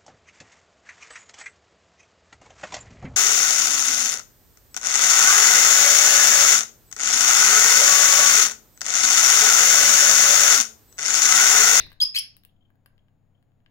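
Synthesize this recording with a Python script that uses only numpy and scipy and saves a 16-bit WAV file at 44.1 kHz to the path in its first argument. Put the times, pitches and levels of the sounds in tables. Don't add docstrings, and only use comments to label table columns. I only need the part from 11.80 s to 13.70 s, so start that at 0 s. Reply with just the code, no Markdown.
import sys
import numpy as np
from scipy import signal
from scipy.fft import rfft, irfft
from scipy.io import wavfile
from scipy.ndimage import uniform_filter1d

SR = 44100
rng = np.random.default_rng(int(sys.argv[2]) if len(sys.argv) > 2 else 0)


def pcm_store(signal):
    levels = np.round(np.clip(np.atleast_2d(signal), -1, 1) * 32767)
    wavfile.write(sys.argv[1], SR, levels.astype(np.int16).T)


N = 83790
LEAD_S = .1
TIME_S = np.arange(-int(LEAD_S * SR), N) / SR
N_FULL = len(TIME_S)
FREQS_HZ = np.fft.rfftfreq(N_FULL, 1 / SR)

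# frequency in Hz, relative density in dB.
AIR_SPECTRUM = [(10, 1.5), (25, 7), (40, -16.5), (65, -13.5), (105, -5), (170, -5.5), (280, -10.5),
                (380, -21), (650, -18), (1100, -28.5), (3300, -39.5), (5600, -49.5), (8000, -54),
                (16000, -47)]
RUMBLE_SPECTRUM = [(20, 1.5), (80, 1.5), (160, -9), (400, -20.5), (1500, -41), (5000, -72)]
# time in seconds, level in dB.
RUMBLE_ENVELOPE = [(0, -46.5), (.08, -54.5), (.18, -70.5), (.25, -58.5), (.32, -70), (.39, -60), (.47, -76),
                   (.555, -64.5), (.65, -75), (1.9, -94.5)]
# frequency in Hz, level in dB.
HUM_TONES = [(97, -69.5), (131, -74), (6620, -102), (7040, -99)]

# time in seconds, pitch in Hz, tone in dB, rasp in dB.
EARLIER_CONTOUR = [(-.07, 3600, -34, -58.5), (-.05, 4327, -30.5, -35.5), (-.025, 3934, -26.5, -28),
                   (.002, 3517, -36.5, -49)]
# frequency in Hz, relative density in dB.
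EARLIER_RASP = [(400, -3), (1400, -15), (2200, -1.5), (2800, 7.5), (3250, -9.5), (3900, 3), (5000, 3),
                (6800, -14.5), (9000, -12), (11500, -7), (16000, -13.5)]

# start in seconds, body in dB, crack in dB, tick in dB.
SNAPS = [(.067, -50.5, -80, -58), (0.102, -59, -64.5, -60.5), (0.1179, -49.5, -57, -55.5),
         (.129, -59.5, -65.5, -57), (.567, -67.5, -62, -47.5), (.636, -66, -66, -57),
         (.650, -68, -54.5, -45.5), (.9035, -63, -84, -74), (.956, -69.5, -90, -77),
         (1.060, -51, -72, -53.5), (1.0626, -63, -63, -59), (1.180, -68.5, -65.5, -79),
         (1.284, -69, -71, -86), (1.627, -72.5, -73.5, -77), (1.719, -73.5, -80, -86),
         (1.804, -75, -77, -91), (1.862, -58, -57.5, -103)]
# frequency in Hz, T60 in seconds, relative level in dB.
BODY_MODES = [(1180, 0.018, 0.5), (1598, .02, 8.5), (1950, .012, -6.5)]
CRACK_MODES = [(2230, .004, -5), (3000, 0.0088, 0.61), (3600, 0.0019, -5.5)]
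# frequency in Hz, relative density in dB.
TICK_SPECTRUM = [(500, -24.5), (1000, -8.5), (3600, 0), (5200, -14.5), (8500, -8.5), (11000, 1.5),
                 (13500, -6.5), (16000, -1)]
# frequency in Hz, gain in dB.
SNAP_PATH = [(500, 1.5), (1500, -4.5), (3600, -2), (5000, 2.5), (6000, -10.5), (8500, -5.5), (11000, 0)]

# time in seconds, pitch in Hz.
CHIRP_CONTOUR = [(.2015, 4400), (.205, 3300), (.208, 3330), (.2115, 3150), (.2142, 4720), (.2205, 4850),
                 (.2235, 4940), (.227, 5200), (.231, 4960), (.236, 5120), (.243, 4900)]
# time in seconds, level in dB.
CHIRP_ENVELOPE = [(.2012, -37), (.2025, -27.5), (.208, -20.5), (.2115, -36.5), (.2142, -17.5),
                  (.222, -13.5), (.227, -19.5), (.232, -15), (.236, -14.5), (.242, -31), (.246, -49)]
CHIRP_OVERTONES_DB = [-29, -36.5, -27.5]
# frequency in Hz, gain in dB.
BEAK_RESPONSE = [(150, -10), (700, -16), (1150, -8), (1800, -14.5), (3100, 8.5), (4000, -3), (6500, -0.5),
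                 (8800, -13), (9800, -8), (10500, 7), (11400, -8), (13000, -4), (16000, -7.5)]

# time in seconds, low voice in Hz, its level in dB,
# high voice in Hz, its level in dB, its octave in dB, rasp in dB.
SQUAWK_CONTOUR = [(.342, 2864, -49, 4582, -59, -83, -63.5), (.3495, 2640, -32.5, 3985, -23, -59.5, -46.5),
                  (.3525, 2501, -38.5, 4590, -41, -63.5, -44.5),
                  (0.356, 2402, -41.5, 4125, -24.5, -49.5, -33),
                  (0.359, 2597, -27.5, 4947, -27.5, -50.5, -29.5), (0.3613, 2156, -33, 4310, -20, -45, -40),
                  (.367, 3264, -23, 4700, -27.5, -55, -35), (.374, 3058, -35.5, 4990, -27.5, -43.5, -40),
                  (.377, 2825, -20, 5033, -29, -46, -34.5), (.381, 2627, -35.5, 4637, -32, -57.5, -38.5),
                  (.384, 3098, -53.5, 5106, -30, -32.5, -43.5),
                  (0.3882, 2720, -39.5, 5206, -20.5, -34, -31), (.392, 3200, -43, 5494, -35, -25.5, -39),
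                  (0.399, 3000, -48, 5227, -25, -43.5, -39.5)]
# frequency in Hz, relative density in dB.
SQUAWK_RASP = [(150, -29), (600, -28.5), (1150, -19.5), (1600, -23), (2100, 1), (2700, 5.5), (3400, 1),
               (5000, -2.5), (6200, 2), (8800, -10), (12000, 1.5), (14000, -6), (16000, -6.5)]

# centre in seconds, level in dB.
PEEP_EVENTS = [(.695, -70), (.765, -77.5), (.812, -73), (.826, -72), (.855, -71), (1.194, -71.5),
               (1.552, -75.5), (1.580, -82.5)]

# delay in seconds, left gain, right gain.
REFLECTIONS = [(.0016, .16, 0.16), (.0053, -.15, 0.24)]
# frequency in Hz, T60 in seconds.
ROOM_DECAY = [(300, 0.13), (1500, 0.35), (3000, 0.26), (5000, 0.293), (8000, 0.089), (11000, 0.19),
              (16000, 0.11)]
# frequency in Hz, gain in dB.
ROOM_RESPONSE = [(300, 3.5), (2500, -3.5), (5000, -5), (7000, 2), (9000, 5), (11000, -4.5), (13000, -2.5),
                 (16000, 0.5)]
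# frequency in Hz, left over right in dB.
CALL_PAN = [(1000, 2.5), (4500, 2.5), (8000, -0.5), (11000, 13.5), (16000, 3)]


def undb(db):
    return 10 ** (np.asarray(db) / 20)


def curves(table):
    times_s, *columns = np.array(table).T
    return [np.interp(TIME_S, np.sort(times_s), column) for column in columns]


def gate(table):
    return uniform_filter1d(1. * ((TIME_S > table[0][0]) & (TIME_S < table[-1][0])), size=32)


def over_frequency(table):
    hz, value = np.array(table).T
    return np.interp(np.log(FREQS_HZ + 1), np.log(hz), value)


def filtered(x, response):
    return irfft(rfft(x) * undb(over_frequency(response)), N_FULL)


def noise(spectrum):
    x = filtered(rng.standard_normal(N_FULL), spectrum)
    return x / x.std()


def wobble(samples):
    x = uniform_filter1d(uniform_filter1d(rng.standard_normal(N_FULL), samples), samples)
    return x / x.std()


def membrane_phase(hz, jitter):
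    return 2 * np.pi * np.cumsum(hz * (1 + jitter * wobble(samples=24))) / SR


def tone(phase, rms_db):
    return np.sqrt(2) * undb(rms_db) * np.sin(phase)


def decay(age_s, t60_s):
    return np.exp(-np.log(1000) * age_s / t60_s)


def pan(left_db):
    return undb(np.vstack([left_db, -left_db]) / 2)


def background():
    def wide(spectrum):
        return noise(spectrum) + noise(spectrum) * np.array([[.5], [-.5]])

    hum = sum(tone(2 * np.pi * hz * TIME_S + .13 * wobble(samples=5000), db) for hz, db in HUM_TONES)
    air = undb(-66) * wide(AIR_SPECTRUM)
    rumble = undb(curves(RUMBLE_ENVELOPE)[0]) * wide(RUMBLE_SPECTRUM)
    return pan(left_db=4.5) * (air + hum) + pan(left_db=10) * rumble


def earlier_call():
    hz, db, rasp_db = curves(EARLIER_CONTOUR)
    phase = membrane_phase(hz, jitter=.021)
    voice = tone(phase, db) + tone(phase / 2, db - 13.5)
    rasp = undb(rasp_db) * noise(EARLIER_RASP)
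    return (voice + rasp) * gate(EARLIER_CONTOUR)


def husk_snaps(rms_span_s=.0031):
    length = SR // 20
    age_s = np.arange(length) / SR

    def unit(x):
        return x / np.sqrt((x ** 2).sum() / (SR * rms_span_s))

    def ring(modes):
        return sum(undb(db) * np.sin(2 * np.pi * hz * age_s) * decay(age_s, t60_s)
                   for hz, t60_s, db in modes)

    body, crack = unit(ring(BODY_MODES)), unit(ring(CRACK_MODES))
    grit = noise(TICK_SPECTRUM)
    out = np.zeros(N_FULL + length)
    for k, (start_s, body_db, crack_db, tick_db) in enumerate(SNAPS):
        tick = unit(grit[k * length:(k + 1) * length] * decay(age_s, t60_s=.005))
        i = np.searchsorted(TIME_S, start_s)
        out[i:i + length] += undb(body_db) * body - undb(crack_db) * crack + undb(tick_db) * tick
    return filtered(out[:N_FULL], SNAP_PATH)


def chirp(overtone_db_per_db=.55):
    (hz,), (db,) = curves(CHIRP_CONTOUR), curves(CHIRP_ENVELOPE)
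    phase = membrane_phase(hz, jitter=.013)
    overtones = sum(tone(k * phase, base_db + overtone_db_per_db * db) * (k * hz < SR / 2)
                    for k, base_db in enumerate(CHIRP_OVERTONES_DB, 2))
    air = undb(db - 17.5) * noise(BEAK_RESPONSE)
    return (tone(phase, db) + filtered(overtones, BEAK_RESPONSE) + air) * gate(CHIRP_ENVELOPE)


def squawk(flutter_db=2):
    low_hz, low_db, high_hz, high_db, octave_db, rasp_db = curves(SQUAWK_CONTOUR)
    unsteadiness = 1 / (1 + undb(octave_db - rasp_db))
    low_phase = membrane_phase(low_hz, jitter=.082)
    high_phase = membrane_phase(high_hz, jitter=.028 * unsteadiness)
    low_db += flutter_db * wobble(samples=40)
    high_db += flutter_db * wobble(samples=40)
    voices = tone(low_phase, low_db) + tone(high_phase, high_db) + tone(2 * high_phase, octave_db)
    sum_db = (low_db + high_db) / 2 - 15
    sum_tones = (tone(low_phase + high_phase, sum_db)
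                 + tone(low_phase + 2 * high_phase, sum_db - 4.5)
                 + tone(2 * low_phase + high_phase, sum_db - 4.5))
    pulsed_air = rng.standard_normal(N_FULL) * (1 + .22 * np.sin(low_phase))
    rasp = filtered(pulsed_air, SQUAWK_RASP)
    return (voices + sum_tones + undb(rasp_db) * rasp / rasp.std()) * gate(SQUAWK_CONTOUR)


def peeps(half_width_s=.0041):
    envelope = sum(undb(db) * np.exp(-((TIME_S - centre_s) / half_width_s) ** 2)
                   for centre_s, db in PEEP_EVENTS)
    return envelope * tone(membrane_phase(hz=3200, jitter=.05), rms_db=0)


def in_room(x, left_db, room_db, right_lag_s=.00014, build_s=.0019):
    def delay(seconds):
        return np.exp(-2j * np.pi * FREQS_HZ * seconds)

    lag = delay(np.array([[0], [right_lag_s]]))
    echoes = sum(np.array([[left], [right]]) * delay(delay_s) for delay_s, left, right in REFLECTIONS)
    early = irfft(rfft(x) * (1 + echoes) * lag * pan(left_db), N_FULL)
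    age_s = TIME_S - TIME_S[0]
    white = rfft(rng.standard_normal((2, N_FULL)))
    tail = np.zeros((2, N_FULL))
    for band_hz, t60_s in ROOM_DECAY:
        band = over_frequency([(hz, float(hz == band_hz)) for hz, _ in ROOM_DECAY])
        tail += irfft(white * band, N_FULL) * decay(age_s, t60_s)
    tail *= 1 - np.exp(-(age_s / build_s) ** 2)
    tail /= np.sqrt((tail ** 2).sum(axis=1, keepdims=True))
    wet = signal.fftconvolve(x[None], tail, axes=1)[:, :N_FULL]
    return early + undb(room_db) * filtered(wet, ROOM_RESPONSE)


def scene():
    calls = earlier_call() + chirp() + squawk()
    mix = in_room(calls, left_db=over_frequency(CALL_PAN), room_db=-4)
    mix += in_room(husk_snaps(), left_db=9.5, room_db=-5)
    mix += in_room(peeps(), left_db=9.5, room_db=-.5)
    return (mix + background())[:, -N:]


def record(dry):
    return signal.sosfilt(signal.ellip(10, .2, 70, 16000, fs=SR, output="sos"), dry)


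dry = scene()
out = record(dry)
pcm_store(out)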